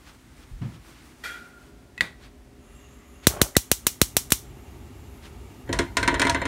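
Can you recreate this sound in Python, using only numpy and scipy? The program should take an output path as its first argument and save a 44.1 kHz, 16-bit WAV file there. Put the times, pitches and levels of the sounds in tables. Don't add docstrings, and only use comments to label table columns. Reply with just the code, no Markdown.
import sys
import numpy as np
from scipy import signal
from scipy.fft import rfft, irfft, next_fast_len
from scipy.io import wavfile

SR = 44100
rng = np.random.default_rng(int(sys.argv[2]) if len(sys.argv) > 2 else 0)


def file_out(sig):
    cols = np.atleast_2d(sig).T
    lim = np.clip(cols, -1, 1)
    pcm = np.round(lim * 32767).astype(np.int16)
    wavfile.write(sys.argv[1], SR, pcm)


N = 285327
T = np.arange(N) / SR

# start_s, crack_db, thump_db
SPARKS = [(3.269, 0.5, -18.5), (3.415, -1.5, -19.5), (3.5656, -2.5, -19.5), (3.715, -2.5, -27.5),
          (3.8672, -3, -35), (4.0151, -1.5, -20.5), (4.167, -2, -30.5), (4.3039, -20.5, -77),
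          (4.3198, -1.5, -26.5)]
# pitch_hz, width_hz, boost_db
CAP_RESONANCES = [(1170, 250, -1), (2460, 190, 0), (3860, 1100, 1), (8600, 1000, 5.5)]
# frequency_hz, level_db
SPARK_TAIL = [(290, -42), (500, -25), (855, -10), (1770, -11.5), (2070, -7.5), (2730, -4), (4400, -3),
              (4800, -5), (5800, 1), (12000, -3.5), (16000, -9.5)]

# pitch_hz, width_hz, unlit_db, lit_db
JET_WHISTLES = [(1980, 130, -5, -9), (2270, 70, -14, -8), (2790, 70, -6, -5), (3500, 400, -9, -20),
                (6650, 260, -3, -14), (7220, 110, -7, -24), (7480, 100, -7, -7), (9680, 130, -9, -24),
                (9910, 85, -12, -7), (10780, 130, -10, -26), (11880, 520, -9, -5.5)]
# pitch_hz, width_hz, level_db
HOLLOW = [(594, 60, -11.5), (810, 160, -11.5), (1100, 64, -17), (1400, 260, -26)]
# frequency_hz, level_db
GAS_HISS = [(900, -8), (1220, 3), (1500, -9), (2000, -4), (3300, -10.5), (4800, -25), (7000, -11),
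            (8500, -45), (12000, -18), (15500, -32)]
PUFF = [(50, 16), (110, 8), (230, -2), (390, 5), (480, -3), (590, -1.5), (1000, -6), (1400, -5),
        (2200, -12.5), (3000, -16)]
FLAME_RUSH = [(350, 12), (600, -6.5), (1000, -9), (2500, -9), (5500, -13.5), (9000, -15), (15500, -20)]
RUMBLE = [(15, -51), (25, -71), (43, 3), (64, 5.5), (128, -1), (173, -10), (248, -6.5), (288, -12),
          (335, -11), (407, -11), (487, -28), (583, -23.5), (900, -15.5), (1170, -46.5), (1980, -120)]

# start_s, end_s, scrape_db, rumble_db
TURNS = [(5.668, 5.82, -44, -32), (5.974, 6.43, -40.5, -31.5)]
# start_s, body_db, edge_db
POT_KNOCKS = [(5.692, -27.5, -63), (5.728, -15, -20), (5.789, -11, -18), (5.969, -8.5, -14),
              (6.029, -13, -23), (6.077, -6, -19.5), (6.142, -13, -30), (6.196, -10.5, -18),
              (6.217, -7, -17), (6.251, -15, -29), (6.269, -10.5, -25.5), (6.296, -13.5, -16.5),
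              (6.346, -11, -33), (6.417, -17, -56), (6.454, -15.5, -31)]
# start_s, level_db
LURCHES = [(5.694, -22.5), (5.795, -16), (5.972, -23), (6.08, -18), (6.127, -17.5), (6.204, -18.5),
           (6.251, -16), (6.346, -22), (6.454, -22)]
# pitch_hz, level_db
POT_MODES = [(270, -13), (344, -13), (434, -18), (543, -17), (668, -10), (935, -7), (960, -4), (1005, -9),
             (1436, -8), (1550, -7), (1685, -7), (1780, -13), (1910, -6), (1985, -12), (2086, -2),
             (2240, -10), (2318, -10), (2622, -12), (3088, -12), (3356, -13), (3695, -10), (4235, -9),
             (5150, -16), (6230, -15), (7095, -12), (7440, -19), (8540, -18), (8870, -17), (9910, -21)]
# pitch_hz, level_db, t60_s
HOB_MODES = [(272, -7.5, 0.21), (344, -7.5, 0.21), (436, -11, .13), (671, -11, 0.11)]
# frequency_hz, level_db
POT_BODY = [(440, -32), (750, -12), (839, -42), (968, 4.5), (1150, -8.5), (1420, -4), (1990, -3),
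            (2140, -15), (2510, -13), (4300, -16), (4500, -36), (5850, -75), (9900, -120)]
POT_EDGE = [(2060, -3), (3500, -8.5), (4290, -3.5), (4750, -7.5), (5130, -3), (7850, -8.5), (9030, -7),
            (10400, -18), (13600, -29), (16000, -44)]
HOB_BOOM = [(240, -10), (270, -2), (350, 0), (420, -3), (650, 0.5), (750, -11)]

# start_s, level_db
KNOB_CLACKS = [(1.9782, -28.5), (2.008, -14), (3.553, -27)]
# pitch_hz, level_db, t60_s
KNOB_MODES = [(1965, -2.5, 0.051), (1940, -23.5, 0.34), (2580, -17.5, 0.11), (3730, -16, 0.015),
              (7440, -14, 0.01)]
# frequency_hz, level_db
KNOB_COLOUR = [(70, 1), (140, 2.5), (400, -7.5), (1200, -8.5), (2000, -0.5), (2900, -16.5), (3700, -8),
               (5400, -22), (9000, -23.5), (15000, -35)]

# start_s, level_db
POT_RING = [(1.237, -40.5)]
# pitch_hz, width_hz, level_db, t60_s
CLANG_MODES = [(1407, 22, -6, 1.26), (1440, 98, -2, 0.7), (1923, 33, -12, 0.68), (1942, 24, -1.5, 0.36),
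               (2380, 24, -7, 0.57), (3280, 14, -4, 0.3), (3360, 40, -24, 0.75), (4470, 44, -18, .45)]
# frequency_hz, level_db
CLANG_COLOUR = [(350, -16), (600, -15.5), (1290, -20), (1450, -13), (1590, -9), (1880, -9), (3080, -17.5),
                (3390, -16), (4160, -19), (13200, -28.5), (16000, -46)]

# start_s, level_db, pitch_hz
FOOTFALL = [(0.51, -31, 50), (0.61, -25.5, 125), (0.622, -32, 211)]
# peak_s, level_db, width_s
RUSTLES = [(.085, -51, 0.029), (.43, -56, 0.023), (0.751, -55, 0.027), (.98, -55.5, 0.052),
           (2.245, -52, 0.039), (3.244, -46.5, 0.015), (5.256, -47.5, 0.028)]
# pitch_hz, level_db, start_s
HUM = [(63.3, -65.5, 0.52), (256.5, -62.5, 0), (408, -63, 1.24), (724, -70.5, 1.3)]
# frequency_hz, level_db
SCUFF = [(300, -3), (1200, -1.5), (3000, -11.0), (9000, -32)]
CLOTH = [(300, 10), (1000, 19), (3500, 16), (6000, 9), (15000, -7)]
MOTOR_DRONE = [(240, 5.5), (410, -2), (480, -9), (580, -2), (700, -12), (830, -11.5), (1000, -15.5),
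               (1200, -27), (1500, -32)]
ROOM_TONE = [(300, 13.5), (500, 3), (750, 3), (1000, 2.5), (2000, 1.5), (3000, -3), (5000, -6), (9000, -8),
             (16000, -17)]

GAS_ON_S, GAS_RISE_S, JET_DB, HISS_DB = 2.57, 0.14, -68, -61
LIGHT_S, FLAME_SPREAD_S = 3.27, 1.3
FLAME_RUMBLE_DB, FLAME_RUSH_DB = -45, -57
PUFF_DB, PUFF_RISE_S, PUFF_HOLD_S, PUFF_FALL_S = -34, 0.011, 0.16, 0.051
SLIPS_PER_S, POT_T60_S, SEATING_DETUNE = 260, 0.2, 0.0096
AT_STOVE_S, DRONE_DB, BUSTLE_DB, AIR_DB, ROOM_RUMBLE_DB = 1.24, -58, -57, -60.5, -50
CLIP_LEVEL, CUTOFF_HZ = 0.85, 15750
DUCK_ABOVE_DB, DUCK_RELEASE_DB_PER_S, DUCK_ATTACK_S = -4, 25.5, 0.031


def igniter():
    starts, crack_db, thump_db = np.transpose(SPARKS)
    crack = np.zeros(N)
    for start, db, force_db in SPARKS:
        pulse = spark(start, db, reflect=.6)
        crack += from_db(15.5) * cut(pulse, 21000, "low", order=1)
        body = cut(pulse, [1100, 1700], "band", order=1) + cut(pulse, [3500, 4300], "band", order=1)
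        crack += from_db(14 + 1.64 * (force_db + 23)) * body
    for hz, width_hz in [(860, 370), (2950, 77), (4950, 490)]:
        crack = dip(crack, hz, width_hz)
    for hz, width_hz, db in CAP_RESONANCES:
        crack = lift(crack, hz, width_hz, db)
    hob = scattered(starts + 0.0012, crack_db - 15, SPARK_TAIL, t60=0.079, rise_s=0.00016)
    kitchen = noise(SPARK_TAIL) * dying(starts, crack_db - 25.5, t60=0.23, rise_s=0.0074)
    thumps = sum(overload_thump(start, db) for start, db in zip(starts, thump_db))
    return cut(crack, 350, "high", order=1) + hob + dip(kitchen, 2600, 470) + from_db(17.5) * thumps


def spark(start_s, db, reflect):
    pulse = signal.unit_impulse(SR // 50)
    for lag in rng.integers(3, 20, 7):
        gap = [0] * (lag - 1)
        pulse = signal.lfilter([-reflect, *gap, 1], [1, *gap, -reflect], pulse)
    out = np.zeros(N)
    out[round(start_s * SR):][:len(pulse)] = from_db(db) * pulse
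    return out


def overload_thump(start_s, db, top_hz=777, turn_hz=307, shelf_hz=310, bottom_hz=53):
    slowness = from_db(0.52 * (db + 25))
    kick = clicks([start_s + 0.00074 * slowness], from_db(db))
    pulse = cut(kick, top_hz / slowness ** .5, "low", order=4)
    pole = np.exp(-2 * np.pi * turn_hz / slowness / SR)
    late_lows = signal.lfilter([-pole, 1], [1, -pole], cut(pulse, shelf_hz, "low", order=1))
    return cut(late_lows, bottom_hz, "high", order=6) * SR / top_hz


def burner():
    flow, lit = swell(GAS_ON_S, GAS_RISE_S), swell(LIGHT_S, FLAME_SPREAD_S)
    jet = sum(band(hz, width) * from_db(unlit_db + lit * (lit_db - unlit_db)) * flutter(5, depth_db=4)
              for hz, width, unlit_db, lit_db in JET_WHISTLES)
    gas = flow * (from_db(JET_DB) * jet + from_db(HISS_DB) * noise(GAS_HISS))
    hollow = sum(from_db(db) * band(hz, width) for hz, width, db in HOLLOW)
    flare = from_db(PUFF_DB) * swell(LIGHT_S, PUFF_RISE_S, LIGHT_S + PUFF_HOLD_S, PUFF_FALL_S)
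    puff = flare * flutter(59, depth_db=2.3) * (from_db(-1.5) * noise(PUFF) + hollow)
    flicker = flutter(22, depth_db=-1)
    flame = from_db(FLAME_RUMBLE_DB) * noise(RUMBLE) + from_db(FLAME_RUSH_DB) * noise(FLAME_RUSH)
    return gas + puff + lit * flicker * flame


def pot_rattle():
    starts, body_db, edge_db = np.transpose(POT_KNOCKS)
    scrape, shake = turning(rise_s=0.028, fall_s=0.076)
    modes = [(hz, db, POT_T60_S * (1000 / max(hz, 1000)) ** 0.73) for hz, db in POT_MODES]
    rings = reseated(modes, starts, body_db - 13, spread_db=3.5)
    slips = np.flatnonzero((rng.random(N) < SLIPS_PER_S / SR) & (scrape > 0))
    chatter = struck(modes, slips / SR, 20 * np.log10(scrape[slips]) - 10.5, spread_db=5.5)
    chatter = cut(chatter, 5000, "low", order=1)
    crack = noise(POT_BODY) * dying(starts, body_db - 13, t60=0.049, rise_s=0.00014)
    crack += noise(POT_EDGE) * dying(starts, edge_db - 8.5, t60=0.031, rise_s=.0002)
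    grate = scattered(starts, edge_db - 3.5, POT_EDGE, t60=0.043, rise_s=0.00012)
    kitchen = noise(POT_EDGE) * dying(starts, edge_db - 19.5, t60=0.21, rise_s=0.0044)
    kitchen += noise(POT_BODY) * dying(starts, body_db - 15.5, t60=0.2, rise_s=0.0041)
    hob = noise(HOB_BOOM) * dying(starts, db=-30, t60=0.17, rise_s=0.0014)
    hob += struck(HOB_MODES, *np.transpose(LURCHES), spread_db=2)
    return rings + chatter + dip(crack + kitchen + hob, 810, 150) + grate + shake * noise(RUMBLE)


def turning(rise_s, fall_s):
    return sum(np.outer(from_db([scrape_db, rumble_db]), swell(start, rise_s, end, fall_s))
               for start, end, scrape_db, rumble_db in TURNS)


def reseated(modes, times, db, spread_db):
    hz, mode_db, t60 = np.transpose(modes)[:, :, None]
    t, out = T[:SR // 4], np.zeros(N + SR)
    decay = from_db(mode_db - 60 * t / t60)
    for start, blow_db in zip(times, db):
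        shift, strength, sign = rng.standard_normal((3, len(hz), 1))
        sizes = np.sign(sign) * from_db(blow_db + spread_db * strength)
        rings = sizes * decay * np.sin(2 * np.pi * hz * (1 + SEATING_DETUNE * shift) * t)
        out[round(start * SR):][:len(t)] += rings.sum(axis=0)
    return out[:N]


def knob():
    starts, db = np.transpose(KNOB_CLACKS)
    sharp_db = db + .5 * (db - db.max())
    crack = cut(noise(KNOB_COLOUR), 1730, "high") * dying(starts, sharp_db + 1.5, t60=0.03, rise_s=.0001)
    room = noise(KNOB_COLOUR) * dying(starts, sharp_db - 15.5, t60=0.27, rise_s=0.0063)
    return crack + room + struck(KNOB_MODES, starts, db, spread_db=3)


def pot_clang():
    starts, db = np.transpose(POT_RING)
    wash = noise(CLANG_COLOUR) * dying(starts, db + 4.5, t60=0.55, rise_s=0.003)
    rings = sum(band(hz, width) * dying(starts, db + mode_db, t60, rise_s=0.0055)
                for hz, width, mode_db, t60 in CLANG_MODES)
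    return wash + from_db(5.5) * rings


def footstep():
    booms = sum(band(hz, 0.35 * hz) * dying([start], db, t60=0.33, rise_s=0.013)
                for start, db, hz in FOOTFALL)
    scuff = noise(SCUFF) * dying([.617], db=-45, t60=0.47, rise_s=.001)
    return cut(booms, 237, "low") + scuff


def background():
    hum = sum(from_db(db) * swell(start, 0.028) * np.sqrt(2) * np.sin(2 * np.pi * (hz * T + rng.random()))
              for hz, db, start in HUM)
    drone = from_db(DRONE_DB) * swell(AT_STOVE_S, .05) * noise(MOTOR_DRONE)
    rustle = sum(from_db(db) * np.exp(-((T - peak) / width) ** 2) for peak, db, width in RUSTLES)
    bustle = from_db(BUSTLE_DB) * swell(-1.4, 1, end_s=1.4, fall_s=0.34) * flutter(6.8, depth_db=2.44)
    air = np.hypot(from_db(AIR_DB), bustle) * noise(ROOM_TONE)
    rumble = from_db(ROOM_RUMBLE_DB) * dip(cut(noise(RUMBLE), 316, "low", order=4), 94, 33)
    return air + hum + drone + rumble + rustle * noise(CLOTH)


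def struck(modes, times, db, spread_db):
    out = np.zeros(N)
    for hz, mode_db, t60 in modes:
        sizes = from_db(db + mode_db + spread_db * rng.standard_normal(len(times)))
        blows = clicks(times, sizes * rng.choice([-1, 1], len(times)))
        pole, angle = from_db(-60 / (t60 * SR)), 2 * np.pi * hz / SR
        out += signal.lfilter([0, np.sin(angle)], [1, -2 * pole * np.cos(angle), pole**2], blows + 1e-18)
    return out


def scattered(times, db, spectrum, t60, rise_s):
    response = (noise(spectrum) * dying([0], 0, t60, rise_s))[:SR // 2]
    return signal.fftconvolve(clicks(times, from_db(db)), response)[:N]


def dying(times, db, t60, rise_s):
    blows = clicks(times, from_db(db) ** 2) + 1e-18
    power = signal.lfilter([1], [1, -from_db(-120 / (t60 * SR))], blows)
    return np.sqrt(smooth(power, rise_s))


def clicks(times, sizes):
    out = np.zeros(N)
    out[np.clip(np.round(np.asarray(times) * SR).astype(int), 0, N - 1)] = sizes
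    return out


def swell(start_s, rise_s, end_s=np.inf, fall_s=1):
    return np.clip((T - start_s) / rise_s, 0, 1) * np.exp(-np.maximum(T - end_s, 0) / fall_s)


def flutter(hz, depth_db):
    return from_db(depth_db * rms_one(cut(rng.standard_normal(N), hz, "low")))


def noise(spectrum):
    hz, db = np.transpose(spectrum)
    size = next_fast_len(N)
    bins_hz = np.maximum(np.arange(size // 2 + 1) * SR / size, 1)
    skirts = np.minimum(1, np.minimum(bins_hz / hz[0], hz[-1] / bins_hz)) ** 4
    gain = from_db(np.interp(np.log(bins_hz), np.log(hz), db)) * skirts
    return rms_one(irfft(rfft(rng.standard_normal(size)) * gain, size)[:N])


def band(hz, width_hz):
    b, a = signal.iirpeak(hz, hz / width_hz / 2, fs=SR)
    return rms_one(signal.lfilter(b, a, signal.lfilter(b, a, rng.standard_normal(N))))


def lift(x, hz, width_hz, db):
    return x + (from_db(db) - 1) * signal.lfilter(*signal.iirpeak(hz, hz / width_hz, fs=SR), x)


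def dip(x, hz, width_hz):
    return signal.lfilter(*signal.iirnotch(hz, hz / width_hz, fs=SR), x)


def cut(x, hz, kind, order=2):
    return signal.sosfilt(signal.butter(order, hz, kind, fs=SR, output="sos"), x + 1e-18)


def smooth(x, lag_s):
    pole = np.exp(-1 / (lag_s * SR))
    return signal.lfilter([1 - pole], [1, -pole], x)


def from_db(db):
    return 10 ** (np.asarray(db) / 20)


def rms_one(x):
    return x / np.sqrt(np.mean(x ** 2) + 1e-20)


def scene():
    return (igniter() + footstep() + pot_clang() + knob() + pot_rattle() + burner() + background())[None]


def record(dry):
    clipped = np.clip(dry, -CLIP_LEVEL, CLIP_LEVEL)
    over_db = np.maximum(20 * np.log10(np.abs(clipped) + 1e-9) - DUCK_ABOVE_DB, 0)
    release_db = DUCK_RELEASE_DB_PER_S * T
    held_db = np.maximum.accumulate(over_db + release_db, axis=-1) - release_db
    ducked = clipped * from_db(-smooth(held_db, DUCK_ATTACK_S))
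    return signal.sosfilt(signal.ellip(14, .1, 80, CUTOFF_HZ, fs=SR, output="sos"), ducked)


dry = scene()
out = record(dry)
file_out(out)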